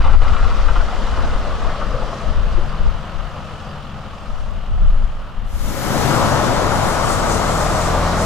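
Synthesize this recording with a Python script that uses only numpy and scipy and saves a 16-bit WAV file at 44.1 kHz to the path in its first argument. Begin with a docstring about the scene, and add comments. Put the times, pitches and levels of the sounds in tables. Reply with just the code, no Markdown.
"""Diesel lorries at a windy roundabout.

A lorry pulls away round the bend, tyres singing in stick-slip and trailer panels ringing, while eddies
buffet the microphone and a far diesel ticks over. This dissolves to a closer spot: a tipper rolls past
on the left and a refrigerated lorry nears, its engine gathering speed. Exhausts sound at multiples of
their firing rates; tyres make broadband noise that weakens with distance."""
import sys
import numpy as np
from scipy import signal
from scipy.fft import rfft, irfft
from scipy.io import wavfile
from scipy.ndimage import uniform_filter1d, minimum_filter1d

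SR = 44100
rng = np.random.default_rng(int(sys.argv[2]) if len(sys.argv) > 2 else 0)


def transcribe(u):
    """Save the signal u as a 16-bit wav file named by the first command-line argument.

    u: samples, shape (n,) or (channels, n), limited to [-1, 1]; the rate is SR.
    q: integer samples, one column per channel.
    """
    v = np.clip(np.atleast_2d(u).T, -1, 1)
    q = np.round(v * 32767).astype(np.int16)
    wavfile.write(sys.argv[1], SR, q)


N = 363825
TIME, FREQS = np.arange(N) / SR, np.fft.rfftfreq(N, 1 / SR)

# straight paths past the microphone: nearest_m, speed_m_per_s
LEAVING_PATH, TIPPER_PATH, NEARING_PATH = (8.38, 5.82), (3.8, 6.8), (8.2, 3.7)
# sound from ahead at the two microphone ports: frequency_hz, coherence, left_over_right_db, left_lead_rad
FRONTAL_PORTS = [(60, 1, 1, 0), (304, 0.89, 2, 0.0092), (1200, 1, 1, 0.011), (3060, 0.59, 1.5, 0),
                 (7000, 0.49, 0, 0), (15000, 0.091, 1, 0.0012)]
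# sound from the side: the same columns
OBLIQUE_PORTS = [(60, 1, 10, 1.5), (154, 0.22, -0.5, -1), (597, 0.55, 4.5, 0.04), (1340, 0.92, -0.5, 0.94),
                 (2600, 0.4, 2, 1.44), (4740, 0.45, -0.5, 3), (9100, 0.24, 3, 8.5), (15200, 0.35, 4, 12.5)]
# spectrum of wind pressure: frequency_hz, density_db
WIND_COLOUR = [(6, -12), (13, 0), (26, 1), (45, -6.5), (68, -14), (100, -25), (200, -38), (500, -60),
               (2000, -100)]
# the approaching engine: time_s, firing_hz, level_db
NEARING_ENGINE = [(6.1, 74, -48), (6.85, 76, -31), (7.2, 78, -31), (7.45, 80.7, -26), (7.7, 82, -27),
                  (7.95, 83.5, -23), (8.1, 84, -23), (8.25, 85.5, -23.5)]


def gain_of(db):
    """Decibels to amplitude."""
    return 10 ** (np.asarray(db) / 20)


def unit_rms(x):
    """Normalisation to rms 1."""
    return x / np.sqrt(np.mean(x ** 2) + 1e-20)


def over_time(rows):
    """Linear interpolation of each column in time."""
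    times, *columns = np.transpose(rows)
    return [np.interp(TIME, times, c) for c in columns]


def over_frequency(rows, hz):
    """Interpolation of each column on log frequency."""
    freqs, *columns = np.transpose(rows)
    return [np.interp(np.log(hz + 1), np.log(freqs + 1), c) for c in columns]


def coloured(x, colour):
    """Spectral shaping, to rms 1."""
    return unit_rms(irfft(rfft(x) * gain_of(over_frequency(colour, FREQS)[0]), N))


def wander(width_hz):
    """Random fluctuation: low-pass Gaussian noise of rms 1."""
    return unit_rms(irfft(rfft(rng.standard_normal(N)) * np.exp(-(FREQS / width_hz) ** 2), N))


def panned(side_db):
    """Level difference, left over right, as two gains whose mean is 1."""
    gains = gain_of(np.array([np.atleast_1d(side_db), -np.atleast_1d(side_db)]) / 2)
    return gains / gains.mean(0)


def swell(peak_s, half_s, db):
    """A bell-shaped amplitude envelope."""
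    return gain_of(db) / (1 + ((TIME - peak_s) / half_s) ** 2 / 2) ** 2


def passing(path, nearest_s, db, loss_db):
    """Propagation loss: a passing source's level falls by loss_db per doubling of distance."""
    nearest_m, speed = path
    return db - loss_db * np.log2(np.hypot(1, speed * (TIME - nearest_s) / nearest_m))


def narrowband(hz, width_hz):
    """A noisy resonance: random quadrature modulation of a carrier that follows a pitch curve."""
    phase = 2 * np.pi * np.cumsum(hz) / SR
    return wander(width_hz) * np.cos(phase) + wander(width_hz) * np.sin(phase)


def port_noise(colour, ports, patchy_db, flicker_db):
    """Partly coherent noise at two ports, its level uneven in time and frequency."""
    frames, hz = N // 256 + 5, np.fft.rfftfreq(1024, 1 / SR)
    a, b, c, d, patches, flicker = rng.standard_normal((6, frames, len(hz)))
    patches = unit_rms(uniform_filter1d(uniform_filter1d(patches, size=14, axis=0), size=7, axis=1))
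    flicker = unit_rms(uniform_filter1d(uniform_filter1d(flicker, size=3, axis=0), size=70, axis=1))
    coherence, side_db, lead_rad = over_frequency(ports, hz)
    coherence = np.clip(coherence, 0, 1)
    left = a + 1j * b
    right = (coherence * left + np.sqrt(1 - coherence ** 2) * (c + 1j * d)) * np.exp(-1j * lead_rad)
    unevenness = gain_of(patchy_db * patches + flicker_db * flicker)
    spectra = np.array([left, right]) * panned(side_db)[:, None] * unevenness
    _, noise = signal.istft(spectra.swapaxes(1, 2), nperseg=1024, noverlap=768)
    return coloured(noise[:, :N], colour)


def rolling_bands(noise, levels_db, splits_hz):
    """Frequency-dependent attenuation: each band carries differently with distance and shielding."""
    lowpasses = [0] + [1 / (1 + (FREQS / hz) ** 8) for hz in splits_hz] + [1]
    bands = [irfft(rfft(noise) * (hi - lo), N) for lo, hi in zip(lowpasses, lowpasses[1:])]
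    return [gain_of(db) * band / band.mean(0).std() for db, band in zip(levels_db, bands)]


def ground_dip(noise, start_s=2.4, full_s=3.3, centre_hz=345, width_hz=103, depth_db=-5):
    """Destructive interference: the ground reflection weakens the low mids of a distant source."""
    far = np.clip((TIME - start_s) / (full_s - start_s), 0, 1)
    low_mids = irfft(rfft(noise) * np.exp(-((FREQS - centre_hz) / width_hz) ** 2), N)
    return noise - (1 - gain_of(far * depth_db)) * low_mids


def exhaust(running, orders, roughness, jitter):
    """Engine orders share one crankshaft; uneven combustion modulates their amplitude and pitch."""
    firing_hz, level_db = over_time(running)
    phase = 2 * np.pi * np.cumsum(firing_hz * (1 + jitter * wander(8.64))) / SR
    tone = sum(gain_of(db) * (1 + roughness * wander(5.9)) * np.cos(k * phase + 2 * np.pi * rng.random())
               for k, db in orders)
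    return gain_of(level_db) * unit_rms(tone)


def firing_pulses(hz, sharpness):
    """Amplitude modulation by combustion: one crest per firing, rms 1."""
    return unit_rms(np.exp(sharpness * np.cos(2 * np.pi * np.cumsum(hz) / SR)))


def rattle(ticks_per_s=40, spread_db=-1.0):
    """Random impacts of loose fittings, each a brief decay of resonant noise."""
    struck = rng.random((2, N)) < ticks_per_s / SR
    clicks = struck * gain_of(spread_db * np.minimum(rng.exponential(1, (2, N)), 2))
    clicks = clicks + .6 * clicks[::-1]  # each port also hears the other's ticks
    ring = rng.standard_normal(900) * np.exp(-TIME[:900] / .003)
    # resonances of the fittings: frequency_hz, density_db
    colour = [(250, -36), (550, 1.5), (1300, -33), (2000, -4), (2800, -15), (4500, -12.5),
              (9000, -47), (15000, -77)]
    return coloured(signal.oaconvolve(clicks, ring[None])[:, :N], colour)


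def trailer_knocks(metal_t60_s=.16):
    """Modal ringing: each blow excites a cluster of damped panel modes and sets loose metal buzzing."""
    # sharp onsets: start_s, level_db, pitch_hz, spread_hz, t60_s; blows on the trailer, except the one at 0.683
    # s, where the level snaps back after a gust
    blows = [(.005, -24.5, 1125, 405, 0.079), (.039, -20.5, 1076, 245, .11), (.055, -20.5, 990, 246, 0.15),
             (.073, -24, 1044, 304, 0.13), (0.093, -22, 1207, 305, 0.1), (.136, -21.5, 1040, 303, .1),
             (.216, -22, 1000, 496, 0.088), (.247, -20.5, 1157, 346, 0.071), (.277, -22, 1270, 150, 0.1),
             (.299, -29, 1280, 150, .08), (.333, -22, 1274, 151, .11), (.364, -19, 1240, 200, 0.072),
             (.385, -25, 1223, 151, .12), (.426, -23.5, 1195, 397, .08), (0.444, -21.5, 1204, 150, 0.1),
             (.478, -27, 1210, 200, .1), (.508, -21, 1210, 250, 0.12), (.586, -21.5, 1126, 198, 0.065),
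             (.683, -17.5, 1156, 352, .09), (.755, -16.5, 1094, 346, .09), (.8, -21.5, 1150, 400, 0.1),
             (.929, -26.5, 720, 200, 0.12), (1.045, -27.5, 1110, 300, .1), (1.07, -24, 1080, 302, 0.11),
             (1.116, -28, 750, 300, .1), (1.135, -24, 1280, 251, 0.074), (1.171, -20.5, 860, 450, .09),
             (1.19, -27, 1275, 296, .08), (1.228, -21, 763, 150, 0.085), (1.448, -29, 657, 150, .12),
             (1.645, -24, 700, 301, 0.13), (1.691, -27.5, 1490, 602, 0.11), (1.811, -21.5, 1052, 442, 0.15),
             (1.939, -24.5, 540, 79.6, 0.16), (2.022, -22, 712, 150, 0.076), (2.127, -18, 860, 444, 0.075),
             (2.236, -28, 604, 150, 0.075), (2.569, -27, 360, 30, .18)]
    # modes of the loose metal: pitch_hz, relative_db
    metal_modes = [(1900, -20.5), (2080, -22), (2450, -19.5), (2700, -21), (2990, -18), (3380, -24),
                   (3900, -24)]
    nearest_m, speed = LEAVING_PATH
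    age, knocks = TIME[:SR // 2], np.zeros(N)
    for start_s, level_db, pitch_hz, spread_hz, t60_s in blows:
        envelope = (1 - np.exp(-age / .0025)) * gain_of(-60 * age / t60_s)
        cluster_hz = pitch_hz + spread_hz * (np.linspace(-1, 1, 7) + rng.uniform(-.15, .15, 7))
        panel = envelope * sum(np.sin(2 * np.pi * (hz * age + rng.random())) for hz in cluster_hz)
        metal = sum(gain_of(db) * np.sin(2 * np.pi * (hz * rng.uniform(.96, 1.04) * age + rng.random()))
                    for hz, db in metal_modes)
        distance_db = -9 * np.log2(np.hypot(1, start_s * speed / nearest_m))
        metal *= gain_of(distance_db - 60 * age / metal_t60_s)
        onset = round(start_s * SR)
        knocks[onset:onset + len(age)] += gain_of(level_db) * (unit_rms(panel) * envelope.std() + metal)
    return knocks


def tyre_scrub():
    """Stick-slip friction: cornering rubber grips and lets go, singing in short glides."""
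    # swells of sideways slip: peak_s, half_length_s, pitch_hz, glide_hz_per_s, level_db
    slips = [(0.378, 0.25, 1285, -190, -36), (0.562, .1, 506, 13.5, -38), (1.318, 0.2, 533, 30, -39.5),
             (1.728, 0.31, 1175, 56, -35), (1.723, .2, 622, 62, -35), (2.001, 0.24, 546, 150.5, -35),
             (2.223, 0.12, 637, 80, -40), (2.55, 0.29, 483, -21.5, -46)]
    jerks = unit_rms(gain_of(1.7 * wander(45)))
    song = np.zeros(N)
    for peak_s, half_s, hz, glide, db in slips:
        pitch_hz = hz + glide * np.clip(TIME - peak_s, -.5, .5)
        song += swell(peak_s, half_s, db) * narrowband(pitch_hz, width_hz=.12 * hz)
    return jerks * song


def leaving_lorry():
    """A receding source: tread on uneven asphalt, exhaust and trailer fade with distance."""
    # spectrum of its rolling noise: frequency_hz, density_db
    colour = [(40, -32), (80, 1.5), (140, -8.5), (215, -2.5), (255, -12), (370, -17), (520, -12),
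              (670, -11.5), (900, -16), (1260, -12.5), (1650, -22.5), (2200, -32.5), (3200, -32),
              (4900, -38.5), (10900, -62.5), (15500, -99)]
    # rumble, roar, hiss and fizz: loudest_s, level_db, loss_db_per_doubling
    bands = [(2.1, -36, 3.5), (0.92, -30, 7.5), (1.14, -40.5, 7.5), (0.94, -51.5, 13)]
    # swells of the treble: peak_s, half_length_s, relative_db
    fizz_swells = [(2.182, 0.086, -3), (2.65, 0.047, -5), (3.557, .2, 0), (4.35, 0.21, 6), (5.062, .11, 4)]
    # its engine: time_s, firing_hz, level_db
    running = [(0, 55, -49), (1.2, 53, -51), (2.0, 68, -32), (2.4, 71, -34.5), (2.68, 71, -32.5),
               (3.0, 78, -36.5), (3.6, 73.5, -36), (3.97, 74, -34), (4.15, 74, -41), (5.0, 61.4, -41.5),
               (5.9, 59, -45)]
    # exhaust partials: firing_multiple, relative_db
    orders = [(.667, -12), (.833, -2), (1, -4.5), (1.167, -5), (1.332, -7), (1.666, -5), (1.801, -5),
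              (2, 2), (2.668, -7), (3, -14), (4, -13), (4.5, -14), (5, -17), (6, -13.5)]
    noise = ground_dip(port_noise(colour, FRONTAL_PORTS, patchy_db=1.23, flicker_db=.96))
    levels_db = [passing(LEAVING_PATH, *band) for band in bands]
    rumble, roar, hiss, fizz = rolling_bands(noise, levels_db, splits_hz=[260, 1800, 5600])
    hiss *= firing_pulses(over_time(running)[0], sharpness=.048)
    fizz *= 1 + sum(swell(*row) for row in fizz_swells)
    pitched = tyre_scrub() + trailer_knocks() + exhaust(running, orders, roughness=.5, jitter=.012)
    fittings = gain_of(passing(LEAVING_PATH, nearest_s=.086, db=-41.5, loss_db=16)) * rattle()
    return rumble + roar + hiss + fizz + fittings + panned(2.9) * pitched


def gust(full_s, hold_s, db, side_db, rise_s=.061, fall_db_per_s=133):
    """Pressure envelope of a gust at each port: linear rise, hold, exponential decay."""
    rise = np.clip(1 + (TIME - full_s) / rise_s, 0, 1)
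    return panned(side_db) * rise * gain_of(db - fall_db_per_s * np.maximum(TIME - full_s - hold_s, 0))


def wind(lull_db=-35, flutter_db=-10.5):
    """Turbulence presses hardest on the windward port; strong gusts shed smaller, faster eddies."""
    # gusts on the microphone: full_s, hold_s, level_db, left_over_right_db
    gusts = [(0, 0.09, -9.5, 1), (0.103, 0.018, -7.5, 11), (0.157, 0.029, -3, 10), (0.235, 0.03, -12, -4),
             (0.309, .012, -9, 10), (0.43, 0.025, -9, 5), (0.533, 0.08, -13.5, 3), (0.664, 0.038, -9.5, 12),
             (0.786, 0.033, -11, 5), (0.96, 0.24, -17.5, 5), (1.197, 0.19, -15.5, 4.5),
             (1.46, 0.11, -20, 5), (1.648, 0.035, -15, 5), (1.824, 0.22, -20.5, 9),
             (2.278, 0.02, -14.5, 12), (2.378, 0.072, -13, 5), (2.536, 0.07, -13, 9),
             (2.706, 0.051, -22, 6), (2.832, 0.041, -11.5, 7.5), (3.169, 0.047, -23, 19),
             (4.31, 0.31, -22.5, 7), (4.717, 0.025, -13, 1), (4.823, 0.1, -9, 3), (4.96, 0.069, -11.5, 5),
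             (5.11, 0.088, -23.5, -5), (5.391, 0.061, -20, 7), (5.53, 0.16, -19, 8)]
    # spectrum of the small eddies: frequency_hz, density_db
    flutter_colour = [(25, -15), (48, -1), (80, -1.5), (120, -13), (300, -34), (1500, -85)]
    force = np.hypot(gain_of(lull_db) * panned(8.5), np.max([gust(*row) for row in gusts], axis=0))
    eddies = coloured(rng.standard_normal((2, N)) + .7 * rng.standard_normal(N), WIND_COLOUR)
    eddies /= np.sqrt(uniform_filter1d(eddies ** 2, size=3000) + .1)  # steadied, so gusts set the level
    shedding = gain_of(flutter_db) * force.mean(0) ** 1.2
    flutter = shedding * coloured(rng.standard_normal((2, N)), flutter_colour)
    thumps = unit_rms(gain_of(wander(23)))
    return force * (unit_rms(eddies) + thumps * flutter)


def idling_diesel():
    """Combustion knock: noise pulsed at the firing rate is all that carries from a far engine."""
    # the idling engine: time_s, firing_hz, level_db
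    running = [(3.6, 45.5, -39), (4.4, 39, -41.5), (5.0, 42, -42), (5.5, 38, -43.5), (6.0, 40, -55)]
    # spectrum of diesel knock: frequency_hz, density_db
    colour = [(150, -7), (260, -9), (380, -9), (540, 7.5), (980, 5), (1270, 10), (1580, -3.5), (2300, -7),
              (2950, 1), (3500, -9), (4500, -19), (7000, -20.5), (15000, -38.5)]
    firing_hz, level_db = over_time(running)
    noise = rng.standard_normal(N) + .74 * rng.standard_normal((2, N))
    return gain_of(level_db) * coloured(noise * firing_pulses(firing_hz, sharpness=.33), colour)


def tipper():
    """A close pass: the exhaust falls in pitch, and the tyres' sizzle dies steeply with distance."""
    # its engine: time_s, firing_hz, level_db
    running = [(5.4, 58, -41), (5.9, 59, -31.5), (6.28, 66.4, -27), (6.53, 55.3, -26), (6.9, 54, -32),
               (7.2, 49.6, -31), (8.25, 48, -47)]
    # exhaust partials: firing_multiple, relative_db
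    orders = [(1.667, -11), (2, 2.5), (2.33, 1.5), (4, -9)]
    # spectrum of tyre sizzle: frequency_hz, density_db
    colour = [(4000, -23), (8000, -12), (10000, -1), (12000, 3), (14000, -4), (15700, -10)]
    sizzle_db = passing(TIPPER_PATH, nearest_s=5.56, db=-29, loss_db=25)
    sizzle = gain_of(sizzle_db) * coloured(rng.standard_normal((2, N)), colour)
    return panned(10) * (exhaust(running, orders, roughness=.35, jitter=.0147) + sizzle)


def gear_whine():
    """Meshing teeth radiate a narrow band of noise about a drifting pitch."""
    # the whine: time_s, pitch_hz, level_db
    meshing = [(5.8, 546.2, -28), (6.25, 565, -30), (6.45, 628.5, -30.5), (6.8, 619, -33.5),
               (7.2, 612, -38), (7.7, 617, -31.5), (8.25, 619, -27)]
    pitch_hz, level_db = over_time(meshing)
    return gain_of(level_db) * narrowband(pitch_hz, width_hz=50)


def cooling_unit():
    """Periodic firing in the trailer's cooling unit gives a low harmonic drone."""
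    # its engine: time_s, firing_hz, level_db
    running = [(5.5, 44, -36), (6.05, 40, -36), (6.8, 43.4, -30), (7.5, 40, -25.5), (7.95, 41.9, -22.5),
               (8.25, 41.6, -26.5)]
    # harmonics: firing_multiple, relative_db
    orders = [(1, -13), (3, -23.5), (4, -33), (5, -27)]
    return panned(3) * exhaust(running, orders, roughness=.12, jitter=.003)


def nearing_engine():
    """Engine orders rise together as the firing rate climbs."""
    # exhaust partials: firing_multiple, relative_db
    orders = [(1, 0), (1.167, -13), (1.333, -8), (1.5, -18), (2, -2), (2.5, -9), (3, -18), (4, -20)]
    return panned(2.3) * exhaust(NEARING_ENGINE, orders, roughness=.15, jitter=.003)


def turbo_hiss():
    """Flow noise: intake air surges with the throttle, with a brighter spray on top."""
    # surges of air: peak_s, half_length_s, hiss_db, spray_db
    surges = [(6.757, .05, -49, -41), (6.893, 0.078, -36, -39), (7.11, 0.08, -29.5, -46),
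              (7.325, .06, -30, -44), (7.6, 0.23, -33.5, -46), (7.834, 0.077, -33.5, -46),
              (8.23, 0.056, -34, -50)]
    # spectra of the hiss and the spray: frequency_hz, density_db
    hiss_colour = [(3000, -19), (5000, -4), (6000, -1.5), (7200, 0.5), (8500, -2), (10000, -10.5),
                   (15000, -22)]
    spray_colour = [(5000, -35), (8000, -6), (9500, 3), (12000, -6), (15500, -16)]
    hiss_gain = np.sqrt(sum(swell(s, half_s, db) ** 2 for s, half_s, db, _ in surges))
    spray_gain = np.sqrt(sum(swell(s, half_s, db) ** 2 for s, half_s, _, db in surges))
    hiss = hiss_gain * port_noise(hiss_colour, OBLIQUE_PORTS, patchy_db=1.5, flicker_db=1.5)
    return hiss + spray_gain * coloured(rng.standard_normal((2, N)), spray_colour)


def close_lorries():
    """Incoherent sources add in power: two lorries' rolling noise, joined by their machinery."""
    # spectrum of the rolling noise: frequency_hz, density_db
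    colour = [(47, -13.5), (80, -6), (130, -3.5), (230, -6.5), (390, -8), (520, -4), (700, -3.5),
              (950, -4.5), (1320, -5.5), (1580, -13.5), (2550, -25.5), (4900, -26), (5900, -24.5),
              (7500, -25), (12800, -36.5), (15600, -51)]
    # each lorry's rumble, roar, hiss and fizz: loudest_s, level_db, loss_db_per_doubling
    tipper_bands = [(5.76, -20.5, 5.8), (6.27, -22, 6), (5.49, -28.5, 6.9), (5.12, -25.5, 12.3)]
    nearing_bands = [(9.9, -31, 2), (8.16, -22, 9.7), (12.4, -33.5, 1.1), (7.4, -42, 5)]
    # the swing from the side towards the front: time_s, frontal_share, left_over_right_db
    bearing = [(7.3, 0.13, 3.5), (7.75, 0.41, 2), (8.05, 0.54, 1)]
    going = [gain_of(passing(TIPPER_PATH, *band)) for band in tipper_bands]
    coming = [gain_of(passing(NEARING_PATH, *band)) for band in nearing_bands]
    levels_db = 20 * np.log10(np.hypot(going, coming))
    ahead, side_db = over_time(bearing)
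    oblique = port_noise(colour, OBLIQUE_PORTS, patchy_db=1, flicker_db=.5)
    frontal = port_noise(colour, FRONTAL_PORTS, patchy_db=1, flicker_db=.5)
    noise = np.sqrt(1 - ahead) * oblique + np.sqrt(ahead) * frontal
    rumble, roar, hiss, fizz = rolling_bands(noise, levels_db, splits_hz=[360, 1800, 5600])
    roar *= 1 + swell(peak_s=6.23, half_s=.035, db=-14)  # the tipper's last axle rolls by
    clatter = firing_pulses(over_time(NEARING_ENGINE)[0], sharpness=.027)
    above_rumble = (roar + hiss) * clatter + fizz + gear_whine() + turbo_hiss()
    road = panned(side_db) * above_rumble + panned(1.64 * side_db) * rumble
    return road + tipper() + nearing_engine() + cooling_unit()


def scene(dissolve_s=5.425, close_full_s=6.105, far_zero_s=8.8):
    """Superposition: the far scene crossfades into the close one over steady microphone hiss."""
    fade_in = np.clip((TIME - dissolve_s) / (close_full_s - dissolve_s), 0, 1) ** 1.52
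    fade_out = np.clip((far_zero_s - TIME) / (far_zero_s - dissolve_s), 0, 1)
    microphone_hiss = gain_of(-67) * rng.standard_normal((2, N))
    far = leaving_lorry() + idling_diesel() + wind()
    close = close_lorries()
    breeze = gain_of(-27) * coloured(rng.standard_normal((2, N)), WIND_COLOUR)
    return fade_out * far + fade_in * (close + breeze) + microphone_hiss


def record(dry, ceiling_db=-.2, recovery_db_per_s=160, cutoff_hz=15720):
    """Peak limiting ducks everything under the hardest gusts; a low-pass filter bounds the band."""
    peak_db = 20 * np.log10(abs(dry).max(0) + 1e-9)
    fall_db = TIME * recovery_db_per_s
    held_db = np.maximum.accumulate(peak_db + fall_db) - fall_db
    over_db = np.maximum(held_db - ceiling_db, 0)
    duck_db = minimum_filter1d(-over_db, size=400)  # starts to duck just ahead of the peak
    duck_db = uniform_filter1d(uniform_filter1d(duck_db, size=200), size=200)
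    soft_start = np.minimum(TIME / .004, 1)
    lowpass = signal.firwin(511, cutoff_hz, window=("kaiser", 9), fs=SR)
    return signal.oaconvolve(soft_start * dry * gain_of(duck_db), lowpass[None], "same")


dry = scene()
out = record(dry)
transcribe(out)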